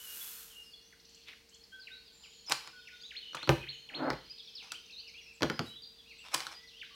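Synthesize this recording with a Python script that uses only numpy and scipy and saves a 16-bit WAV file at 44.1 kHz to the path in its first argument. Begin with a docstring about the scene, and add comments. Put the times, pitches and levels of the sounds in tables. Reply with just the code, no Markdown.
"""A cloth swishes over a desk top in a small room while birds sing outside, over still air and a faint hum.
A lace mat flops down twice, a keyboard knocks and scrapes as it is lifted, and something is set down in bumps.
Rubbing is coloured grain noise that swells and fades; blows and taps are clicks, chatter and ringing modes.
Bird notes are gliding sines over a far chorus of blurred slurs; trees and walls echo the birds,
and the small room echoes the desk sounds."""
import sys
import numpy as np
from scipy import signal
from scipy.fft import rfft, irfft, next_fast_len
from scipy.io import wavfile

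SR = 44100
rng = np.random.default_rng(int(sys.argv[2]) if len(sys.argv) > 2 else 0)


def output_pcm(signal):
    """Save a mono or channel-first signal as 16-bit PCM at the path in sys.argv[1].

    Samples are clipped to [-1, 1] before scaling.
    """
    pcm = np.clip(np.atleast_2d(signal).T, -1, 1) * 32767
    wavfile.write(sys.argv[1], SR, np.round(pcm).astype(np.int16))


N = 306495
TIME = np.arange(N) / SR  # seconds

# How long the small room's echoes last: (frequency [Hz], time to fall 60 dB [s])
ROOM_DECAY = [(60, 0.49), (300, 0.28), (1000, 0.3), (3000, 0.53), (7000, 0.3), (15000, 0.45)]
# How long the echoes off the trees last: (frequency [Hz], time to fall 60 dB [s])
TREE_DECAY = [(1500, 1.25), (3000, 1.37), (4500, 2.5), (8000, 2.84)]


def amp(db):
    """Turns decibels into gain."""
    return 10 ** (np.asarray(db) / 20)


def unit(x):
    """Scales a sound to rms 1."""
    return x / np.sqrt(np.mean(x ** 2) + 1e-20)


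def read(points, hz):
    """Reads a frequency table along a logarithmic pitch axis."""
    f, value = np.transpose(points)
    return np.interp(np.log(hz + 1), np.log(f + 1), value)


def add(mix, s, sound):
    """Mixes a sound in at time s, in seconds."""
    part = mix[max(round(s * SR), 0):][:len(sound)]
    part += sound[:len(part)]


def drift(rate, size):
    """Random wander through knots of rms 1, with rate knots a second."""
    knots = rng.standard_normal(4000)
    return np.interp(np.arange(size) * rate / SR, np.arange(len(knots)), knots)


def tinted(x, colour):
    """Filters a sound by a colour table and levels it to rms 1."""
    size = next_fast_len(N)
    gain = amp(read(colour, np.fft.rfftfreq(size, 1 / SR)))
    return unit(irfft(rfft(x, size) * gain, size)[:N])


def swells(rows, roundness):
    """Gain of motions that swell and fade: roundness 1 is a sharp peak, 2 a smooth hump."""
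    gain = np.zeros(N)
    for s, db, rise, fall in rows:
        away = np.maximum((s - TIME) / rise, (TIME - s) / fall)  # 1 is 20 dB below the peak
        near = away < 10
        gain[near] += amp(db - 20 * abs(away[near]) ** roundness)
    return gain


def tail(decay, rise, size=SR):
    """Dense echoes of energy 1 that build up over rise seconds; each band dies at its own speed."""
    hz, t, bands = signal.stft(rng.standard_normal(size), SR, nperseg=128)
    fade = amp(-60 * t / read(decay, hz)[:, None])
    echoes = signal.istft(bands * fade, SR, nperseg=128)[1][:size]
    echoes = echoes * (1 - np.exp(-np.arange(size) / SR / rise))
    return echoes / np.linalg.norm(echoes)


def through(x, response):
    """Convolves a sound with a response and cuts it to length."""
    return signal.oaconvolve(x, response)[:N]


def background():
    """Still air is coloured noise; the faint hum is steady sines whose phase wavers slightly."""
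    # Hum partials: (frequency [Hz], rms level [dB])
    hum_partials = [(64.6, -81), (457.6, -75)]
    # Colour of still air: (frequency [Hz], relative level [dB])
    air_colour = [(15, -30), (25, -1), (59, -3.5), (130, -10), (190, -4.5), (373, -12), (451, -6.5),
                  (545, -15.5), (1370, -18.5), (2840, -12.5), (3520, -15.5), (4370, -10), (7510, -22),
                  (14800, -26), (16000, -25)]
    hum = np.zeros(N)
    for hz, db in hum_partials:
        wavering_phase = 2 * np.pi * hz * TIME + 0.054 * drift(5, N)
        hum += amp(db) * unit(np.sin(wavering_phase))
    air = tinted(rng.standard_normal(N), air_colour)
    return hum + amp(-65.5) * air


def syllable(length, pitches, buzz):
    """A nearly pure tone bends through three pitches, shaped by the beak; a buzz is a fast flutter."""
    # Resonance of a bird's throat and beak: (frequency [Hz], relative level [dB])
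    beak = [(1400, -16), (3000, -4), (4500, 0.5), (8000, 1)]
    # The curve runs slightly past both end pitches, under the fades.
    u = np.linspace(-.06, 1.06, int(1.12 * max(length, .008) * SR))
    hz = np.polyval(np.polyfit([0, .5, 1], pitches, 2), u)
    flutter_hz = 150 * (1 + 0.15 * drift(130, len(u)))
    flutter = np.sin(2 * np.pi * np.cumsum(flutter_hz) / SR)
    hz = hz * (1 + buzz * flutter + 0.0063 * drift(241, len(u)))
    swell = signal.windows.tukey(len(u), .28) * amp(1.5 * drift(130, len(u)))
    tone = np.sin(2 * np.pi * np.cumsum(hz) / SR)
    return swell * unit(amp(read(beak, hz))) * tone


def chorus(count=330):
    """Many far birds: short random slurs, blurred by echo and swelling in bouts."""
    # Bouts of song: (peak time [s], relative level [dB], 20 dB rise [s], 20 dB fall [s])
    bouts = [(.05, -59.5, .3, 0.25), (1.22, -62, 0.19, 0.23), (2.1, -65, 0.41, 0.54),
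             (3.1, -59.5, 0.88, 0.6), (4.6, -58.5, 0.59, 0.75), (6.9, -57.5, 1, .5)]
    # Colour of the blurred song: (frequency [Hz], relative level [dB])
    chorus_colour = [(1500, -37.5), (2300, -18), (3000, -12), (4300, -10.5), (5200, -20), (6500, -2),
                     (7600, 12), (10000, -42)]
    low_hz, high_hz = 2280, 5700  # range of middle pitch; slope and arch bend only the end pitches
    shortest_s, spread_s = 0.01494, 0.036
    slurs = np.zeros(N)
    for when, length, pitch, slope, arch, size, buzz in rng.random((count, 7)):
        bend = 0.291 * (slope - .5) * np.array([-1, 0, 1]) + 0.192 * (arch - .5) * np.array([1, 0, 1])
        hz = low_hz * (high_hz / low_hz) ** pitch * np.exp(bend)
        slur = syllable(shortest_s + spread_s * length, hz, 0.027 * buzz ** 2)
        add(slurs, when * N / SR, amp(-9 * size) * slur)
    echo = amp(3.5) * through(slurs, tail(TREE_DECAY, rise=0.016))
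    return swells(bouts, roundness=5.6) * tinted(slurs + echo, chorus_colour)


def glide(hz, octaves):
    """Start, middle and end pitch of an even glide centred on hz."""
    return hz * 2 ** (octaves * np.array([-.5, 0, .5]))


def repeated(first, every, length, pitches, db, count):
    """The same note at an even pace."""
    return [(first + k * every, length, pitches, db) for k in range(count)]


def clear_notes():
    """Each kind of clear call bends its pitch in one shape; gives (s, length, three pitches, dB) per note."""
    # Level whistles: (time [s], length [s], pitch [Hz], relative level [dB])
    whistles = [(0, 0.022, 2970, -51), (.062, 0.083, 2861, -52), (0.209, 0.017, 3417, -46.5),
                (.557, 0.077, 2836, -50.5), (0.734, 0.017, 3397, -48), (2.479, 0.013, 5150, -40),
                (3.001, 0.086, 6600, -66), (3.6, 0.045, 2500, -49.5), (5.49, .087, 5000, -57),
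                (5.652, 0.13, 3900, -51), (5.819, 0.027, 4710, -47.5), (5.848, .08, 4790, -57.5),
                (6.538, 0.058, 4900, -52), (6.906, 0.02, 1150, -59)]
    # The nearest bird's swoops: (time [s], relative level [dB])
    swoops = [(3.106, -41), (3.368, -42), (3.628, -40.5), (3.888, -40)]
    # A swoop dives, turns, climbs and levels off:
    # (delay [s], length [s], start [Hz], middle [Hz], end [Hz], relative level [dB])
    swoop_parts = [(0, .02, 3340, 2122, 1500, -4.5), (0.018, 0.017, 1520, 1390, 1688, -22),
                   (0.041, .024, 1686, 2695, 4220, -2), (0.059, .02, 3930, 4290, 4220, 0)]
    # Falling slurs: (time [s], length [s], start [Hz], drop [octaves], relative level [dB])
    falls = [(.925, 0.0129, 2190, 0.69, -56), (1.213, 0.01, 4560, .7, -58), (1.328, 0.011, 2385, 0.76, -52),
             (1.637, 0.0091, 5500, 0.43, -51.5), (1.793, 0.053, 5100, 0.43, -52.5),
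             (1.869, 0.02, 2990, 0.79, -46), (2.051, 0.043, 5150, 0.26, -58),
             (2.233, 0.034, 3260, 0.69, -55), (2.871, 0.023, 2934, 0.84, -47),
             (4.44, 0.026, 5870, 0.19, -58.5), (4.5, .03, 5480, 0.23, -59),
             (4.547, 0.079, 5420, 1.39, -46.5), (4.704, 0.0183, 2760, 0.173, -49),
             (5.066, .034, 2804, 0.46, -55), (5.195, 0.029, 2955, 0.6, -58),
             (5.833, 0.018, 4700, 0.47, -50), (6.104, .03, 2770, .5, -54), (6.669, 0.052, 4630, 0.85, -56),
             (6.812, 0.023, 3350, 1.24, -43.5)]
    # Notes that drop and settle on a pitch: (time [s], length [s], end pitch [Hz], relative level [dB])
    landings = [(0.498, 0.068, 2770, -57.5), (2.462, 0.02, 5130, -48.5), (4.392, 0.018, 3310, -46),
                (4.472, 0.027, 3190, -49.5), (4.921, 0.0328, 3650, -51), (6.58, 0.036, 3400, -61.5)]
    # Rising notes that flatten: (time [s], length [s], end pitch [Hz], climb [octaves], relative level [dB])
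    rises = [(1.51, 0.056, 3430, 0.29, -60), (1.715, 0.046, 3327, 0.083, -55),
             (1.913, 0.04, 3960, .13, -50), (2.998, 0.029, 4850, 0.55, -51),
             (3.031, 0.039, 3950, 0.3, -46.5), (3.2, 0.05, 3870, .26, -56),
             (3.353, 0.059, 3690, 0.34, -51.5), (4.027, .019, 5000, .19, -58),
             (4.25, 0.018, 4970, 0.092, -58), (4.296, 0.025, 5013, .12, -44),
             (4.735, 0.03, 3186, 0.57, -45.5), (5.135, .06, 2880, .38, -51.5)]
    # Quick upward zips: (time [s], end pitch [Hz], relative level [dB])
    zips = [(0.996, 6420, -57), (1.047, 6450, -55), (1.088, 8050, -58.5), (1.143, 8100, -55.5),
            (1.488, 8200, -58), (1.54, 7840, -55), (4.377, 5240, -51), (4.469, 5250, -53.5),
            (4.903, 5560, -50)]
    # Arched warbles: (time [s], length [s], top pitch [Hz], relative level [dB])
    arches = [(2.896, 0.028, 2540, -58.5), (3.655, .045, 3220, -55), (3.716, 0.04, 3090, -48),
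              (4.894, 0.028, 2720, -54), (5.02, 0.07, 2920, -56.5), (5.175, 0.024, 3460, -56),
              (5.253, 0.074, 2700, -55), (6.052, 0.076, 2830, -58.5), (6.068, 0.092, 4400, -62.5),
              (6.176, 0.07, 2826, -54)]
    # Low two-note calls: (time [s], first pitch [Hz], relative level [dB])
    low_calls = [(1.717, 1543, -56.5), (2.726, 1474, -59)]
    # The two notes of a low call: (delay [s], length [s], pitch [ratio], relative level [dB])
    low_notes = [(0, .08, 1, 2.5), (.184, 0.045, 0.99, 1.5)]

    notes = []
    for s, db in swoops:
        for delay, length, *pitches, part_db in swoop_parts:
            notes.append((s + delay, length, pitches, db + part_db))
    for s, length, hz, drop, db in falls:
        notes.append((s, length, hz / 2 ** (drop * np.array([0, .5, 1])), db))
    for s, length, hz, db in landings:
        notes.append((s, length, hz * np.array([1.19, 1.03, 1]), db))
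    for s, length, hz, climb, db in rises:
        # 0.21 of the climb is still to go at mid-note
        notes.append((s, length, hz / 2 ** (climb * np.array([1, 0.21, 0])), db))
    zip_s, zip_octaves = 0.01, 0.99
    for s, hz, db in zips:
        notes.append((s, zip_s, np.linspace(hz / 2 ** zip_octaves, hz, num=3), db))
    for s, length, hz, db in arches:
        notes.append((s, length, hz * np.array([.86, 1, .86]), db))
    for s, length, hz, db in whistles:
        notes.append((s, length, glide(hz, 0), db))
    for s, hz, db in low_calls:
        for delay, length, ratio, part_db in low_notes:
            notes.append((s + delay, length, glide(hz * ratio, -0.037), db + part_db))
    # One bird pipes a thin note at an even pace; there is also a short trill of falling notes.
    notes += repeated(first=.31, every=.404, length=.1, pitches=glide(4326, 0), db=-60.5, count=7)
    notes += repeated(first=3.226, every=.0265, length=.019, pitches=glide(2970, -.12), db=-47.5, count=4)
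    return notes


def birds():
    """Birds over the far chorus; trees and walls echo them, a little differently on each side."""
    # Buzzy notes: (time [s], length [s], middle pitch [Hz], glide [octaves], relative level [dB])
    buzzes = [(0.62, 0.066, 5140, -.15, -61), (0.698, 0.084, 4470, -.16, -60),
              (0.811, .08, 5910, 0.15, -65), (2.105, 0.31, 7040, -0.099, -64),
              (2.22, 0.045, 4870, -.12, -59), (2.916, 0.061, 3650, 0, -58),
              (3.715, 0.08, 6610, -.08, -65.5), (4.956, 0.052, 4236, 0.32, -46.5),
              (5.074, 0.028, 4640, -0.5, -50.5), (5.198, 0.09, 5430, -0.21, -60.5),
              (5.333, .032, 7480, -0.23, -64), (5.682, 0.12, 3270, 0.39, -54),
              (5.981, 0.032, 3400, -0.15, -55.5), (6.18, 0.032, 7760, -0.035, -63.5),
              (6.558, .1, 1967, 0.082, -60), (6.721, 0.1, 3150, 0.52, -56)]
    buzzy_notes = [(s, length, glide(hz, octaves), db) for s, length, hz, octaves, db in buzzes]
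    direct, sung = np.zeros(N), np.zeros(N)
    # Flutter depth is a share of the pitch.
    for notes, flutter_depth in ((clear_notes(), 0), (buzzy_notes, .028)):
        for s, length, pitches, db in notes:
            note = amp(db) * syllable(length, pitches, flutter_depth)
            far = np.clip((-54.0 - db) / 12, 0, 1)  # faint birds are farther off and heard more as echo
            add(direct, s, amp(-3 * far) * note)
            add(sung, s, amp(2.5 * far) * note)
    tree_echo = amp(-7.0) * through(sung, tail(TREE_DECAY, rise=0.0053))
    room_echo = amp(-3) * through(sung, tail(ROOM_DECAY, rise=0.001))
    width = amp(-15.0) * through(sung, tail(TREE_DECAY, rise=0.0037))
    middle = direct + tree_echo + room_echo + amp(-2.0) * chorus()
    return middle + np.array([width, -width])


def friction(colour, grains_per_s, spread_db, smooth):
    """Countless tiny slips of uneven size over a smooth hiss, at rms 1."""
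    sizes = amp(spread_db * np.minimum(rng.exponential(1, N), 4)) * rng.standard_normal(N)
    slips = unit(sizes * (rng.random(N) < grains_per_s / SR))
    return tinted(slips + smooth * rng.standard_normal(N), colour)


def wiping():
    """Cloth slides with a fine, even hiss that grows brighter as it speeds up; shaken keys hiss alike."""
    # Swishes of the cloth: (peak time [s], relative speed [dB], 20 dB rise [s], 20 dB fall [s])
    swishes = [(.21, -49, 0.46, 0.5), (5.68, -61, 0.087, .07)]
    # Loose keys sizzle after the heaviest knock:
    # (peak time [s], relative speed [dB], 20 dB rise [s], 20 dB fall [s])
    key_sizzles = [(3.494, -47.5, 0.00086, 0.11)]
    # Colour of the hiss before it brightens: (frequency [Hz], relative level [dB])
    cloth_colour = [(180, -43.5), (300, -21.5), (455, -29), (713, -24), (1510, -11.5), (2030, -17.5),
                    (2790, -12), (3080, -12), (4830, -13.5), (5250, -11.5), (10200, -10), (12900, -4),
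                    (16000, -11.5)]
    speed = swells(swishes, roundness=1.88) + swells(key_sizzles, roundness=0.64)
    hiss = friction(cloth_colour, grains_per_s=29000, spread_db=6, smooth=0.99)
    body = signal.sosfiltfilt(signal.butter(2, 9500, fs=SR, output="sos"), hiss)
    treble_gain = 1.19 * (speed / speed.max()) ** 1.14
    return amp(4.0) * speed * (body + treble_gain * (hiss - body))


def rustling():
    """A small rustle: sparse grains over a little hiss, in a sharp swell."""
    # Rustles: (peak time [s], level [dB], 20 dB rise [s], 20 dB fall [s])
    rustles = [(1.284, -47, 0.022, 0.074)]
    # Colour of the rustle: (frequency [Hz], relative level [dB])
    rustle_colour = [(500, -33), (1200, -28), (2500, -13.5), (3800, -18), (8000, -47)]
    grains = friction(rustle_colour, grains_per_s=1100, spread_db=0.5, smooth=0.36)
    return swells(rustles, roundness=0.82) * grains


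def click(db):
    """A causal, minimum-phase click of energy 1 from a half spectrum in dB."""
    log_gain = np.log(amp(np.r_[db, db[-2:0:-1]]))
    pulse = np.fft.ifft(np.exp(np.conj(signal.hilbert(log_gain)))).real
    return pulse / np.linalg.norm(pulse)


def contact(db, chatter, panel_db, click_share):
    """A click, brief chatter between the surfaces (decay in seconds), and the short ring of the panel."""
    # How long the panel rings: (frequency [Hz], time to fall 60 dB [s])
    panel_decay = [(60, 0.14), (400, 0.15), (1500, 0.043), (3000, 0.016), (12000, 0.0053)]
    ring = amp(panel_db) * tail(panel_decay, rise=0.0041, size=8192)
    t = np.arange(len(ring)) / SR
    burst = rng.standard_normal(len(t)) * np.exp(-t / chatter)
    ring = ring + burst / np.linalg.norm(burst)
    ring[0] -= click_share
    return signal.fftconvolve(click(db), ring)


def desk_ring(lowest_hz, size=SR // 2):
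    """The desk's modes swell as the blow spreads through the board; brief contacts hardly move the lowest."""
    # What the desk rings with: (frequency [Hz], relative level [dB], time to fall 60 dB [s])
    desk_modes = [(59.6, -2.5, 0.17), (136.8, 0.5, 0.27), (204, -17.5, 0.15), (287.2, -1.5, 0.069),
                  (331, -5.5, 0.18), (503.5, -7.5, 0.17), (598, 2.5, 0.029), (651, -28, 0.12),
                  (777, 1.5, 0.023), (1005, 1, 0.028), (1175, -31.5, 0.18), (1295, -17, 0.099)]
    t = np.arange(size) / SR
    ring = np.zeros(size)
    for hz, db, t60 in desk_modes:
        ring += amp(db - 60 * t / t60) * np.sin(2 * np.pi * (hz * t + rng.random()))
    ring = ring * (1 - np.exp(-t / 0.002))
    return signal.lfilter(*signal.butter(2, lowest_hz, "high", fs=SR), ring / np.linalg.norm(ring))


def taps():
    """Light touches: the mat's hem taps mostly brightly; keyboard clicks are duller, with more desk clack."""
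    # Taps: (time [s], relative level [dB], brightness [dB per octave], share of the low clack [0-1])
    light_taps = [(1.2832, -34, -3, 0.1), (2.497, -13, 6, .74), (2.5148, -13.5, -3, 0.86),
                  (2.5218, 0, 0, 0.12), (2.675, -20, -5.5, .42), (3.331, -28.5, -12, 1),
                  (3.347, -12, -11.5, 0.67), (3.351, -17.5, 0, 0.7), (3.3694, -16, -12, 0.5),
                  (3.43, -18, -7.5, 1), (4.7197, -10, -1.5, .1), (6.3421, -6, 3, 0), (6.3455, 0, 0, 0),
                  (6.3461, -6.5, -3, 0.57), (6.378, -22, -6, 0.7), (6.4044, -12, -3.5, 0.25),
                  (6.4675, -12, -4.5, 0.25)]
    # Colour of a tap before its brightness: (frequency [Hz], relative level [dB])
    tap_colour = [(60, -41.5), (500, -28.5), (950, -6), (1400, 0), (1900, -5.5), (2500, 1.5), (3200, -3),
                  (4300, 2.5), (6000, -3.5), (8000, -4.5), (10500, -12), (16000, -21)]
    out, hz = np.zeros(N), np.fft.rfftfreq(2048, 1 / SR)
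    for s, db, tilt, low in light_taps:
        colour = read(tap_colour, hz) + tilt * np.log2(1 + hz / 1000)
        add(out, s, amp(db - 2.5) * contact(colour, chatter=0.0021, panel_db=-9, click_share=0.34))
        add(out, s, amp(db) * low * desk_ring(lowest_hz=292))
    return out


def brushing():
    """The lace mat brushes the desk: coarse grains crackle as each motion swells and fades."""
    # Brushes of the mat: (peak time [s], level [dB], 20 dB rise [s], 20 dB fall [s])
    brushes = [(2.26, -67.5, 0.14, .08), (2.518, -29.5, 0.028, 0.019), (2.67, -54.5, 0.11, 0.053),
               (4.64, -58, 0.037, 0.11), (6.26, -50, 0.023, 0.043), (6.346, -33, 0.025, 0.016),
               (6.385, -44, 0.037, 0.14), (6.522, -48, .012, 0.027)]
    # Colour of the lace: (frequency [Hz], relative level [dB])
    lace_colour = [(59, -44), (100, -46), (452, -1), (950, 10.5), (2000, 1.5), (2370, 9), (2930, -4),
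                   (4020, 3), (4770, -18), (5190, 7), (6560, -7.5), (11600, -13), (16000, -40)]
    crackle = friction(lace_colour, grains_per_s=1500, spread_db=3, smooth=.3)
    return swells(brushes, roundness=1.3) * crackle


def knocks():
    """Each heavy blow cracks at the contact and sets the desk ringing; hardness sets its colour."""
    # Blows: (time [s], relative contact level [dB], relative thud level [dB], hardness [0-1])
    blows = [(3.4746, -13, -11, 0.43), (3.4923, 4, 6, 0.4), (4.103, -5, -14.5, 0.16),
             (4.132, -17, -36.5, 0.34), (5.408, -22, -14, 0.7), (5.4215, -5.5, -12, 0.75),
             (5.431, -1, -8, 0.74), (5.4995, -7, -13.5, 0.73), (5.593, -6, -10, 1)]
    # Colour of a soft blow: (frequency [Hz], relative level [dB])
    dull_colour = [(40, -22), (100, -15), (400, 1.5), (900, 4), (1400, 2), (2200, 6), (2900, -8),
                   (3800, -12), (5300, -7), (6800, -25), (13000, -33), (16000, -29)]
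    # Colour of a hard blow: (frequency [Hz], relative level [dB])
    hard_colour = [(40, -16), (70, -0.5), (220, 4.5), (500, 0), (1000, -5), (1450, 0.5), (2100, -9.5),
                   (3200, -1), (5300, -8), (6700, -9), (8100, -25.5), (12700, -28.5), (16000, -38.5)]
    out, hz = np.zeros(N), np.fft.rfftfreq(2048, 1 / SR)
    for s, contact_db, thud_db, hard in blows:
        hard = np.clip(hard, 0, 1)
        colour = (1 - hard) * read(dull_colour, hz) + hard * read(hard_colour, hz)
        crack = contact(colour, chatter=0.0013, panel_db=-7.5, click_share=0.35)
        add(out, s, amp(contact_db - 1) * crack)
        add(out, s, amp(thud_db + 4.5) * desk_ring(lowest_hz=25 + 215 * hard))
    return out


def dragging():
    """The keyboard's edge scrapes over the desk: dense grains and hiss in a low, uneven colour."""
    # Drags of the edge: (peak time [s], level [dB], 20 dB rise [s], 20 dB fall [s])
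    drags = [(4.085, -31.5, 0.14, 0.026), (4.138, -52, .015, 0.016)]
    # Colour of the scrape: (frequency [Hz], relative level [dB])
    scrape_colour = [(35, -74.5), (60, -50), (145, -10.5), (195, -24), (294, -1), (414, -17.5), (529, -7.5),
                     (634, -8.5), (823, -9.5), (1120, -18), (1220, -19), (1320, -13), (1660, -20),
                     (1840, -25), (3000, -44), (3900, -76), (6600, -120)]
    scrape = friction(scrape_colour, grains_per_s=2500, spread_db=-1.5, smooth=0.93)
    return swells(drags, roundness=1.97) * scrape


def scene():
    """Desk sounds with their small room, birds and background."""
    desk = wiping() + rustling() + taps() + brushing() + knocks() + dragging()
    room_echo = amp(-7.0) * through(desk, tail(ROOM_DECAY, rise=0.0011))
    return desk + room_echo + birds() + background()


def record(dry):
    """The microphone loses the deepest bass; then the recorder's band limit cuts the top."""
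    dry = signal.lfilter(*signal.butter(4, 36, "high", fs=SR), dry)
    band_limit = signal.firwin(511, 16050, window=("kaiser", 9), fs=SR)  # cutoff in Hz
    return signal.oaconvolve(dry, band_limit[None], "same")


dry = scene()
out = record(dry)
output_pcm(out)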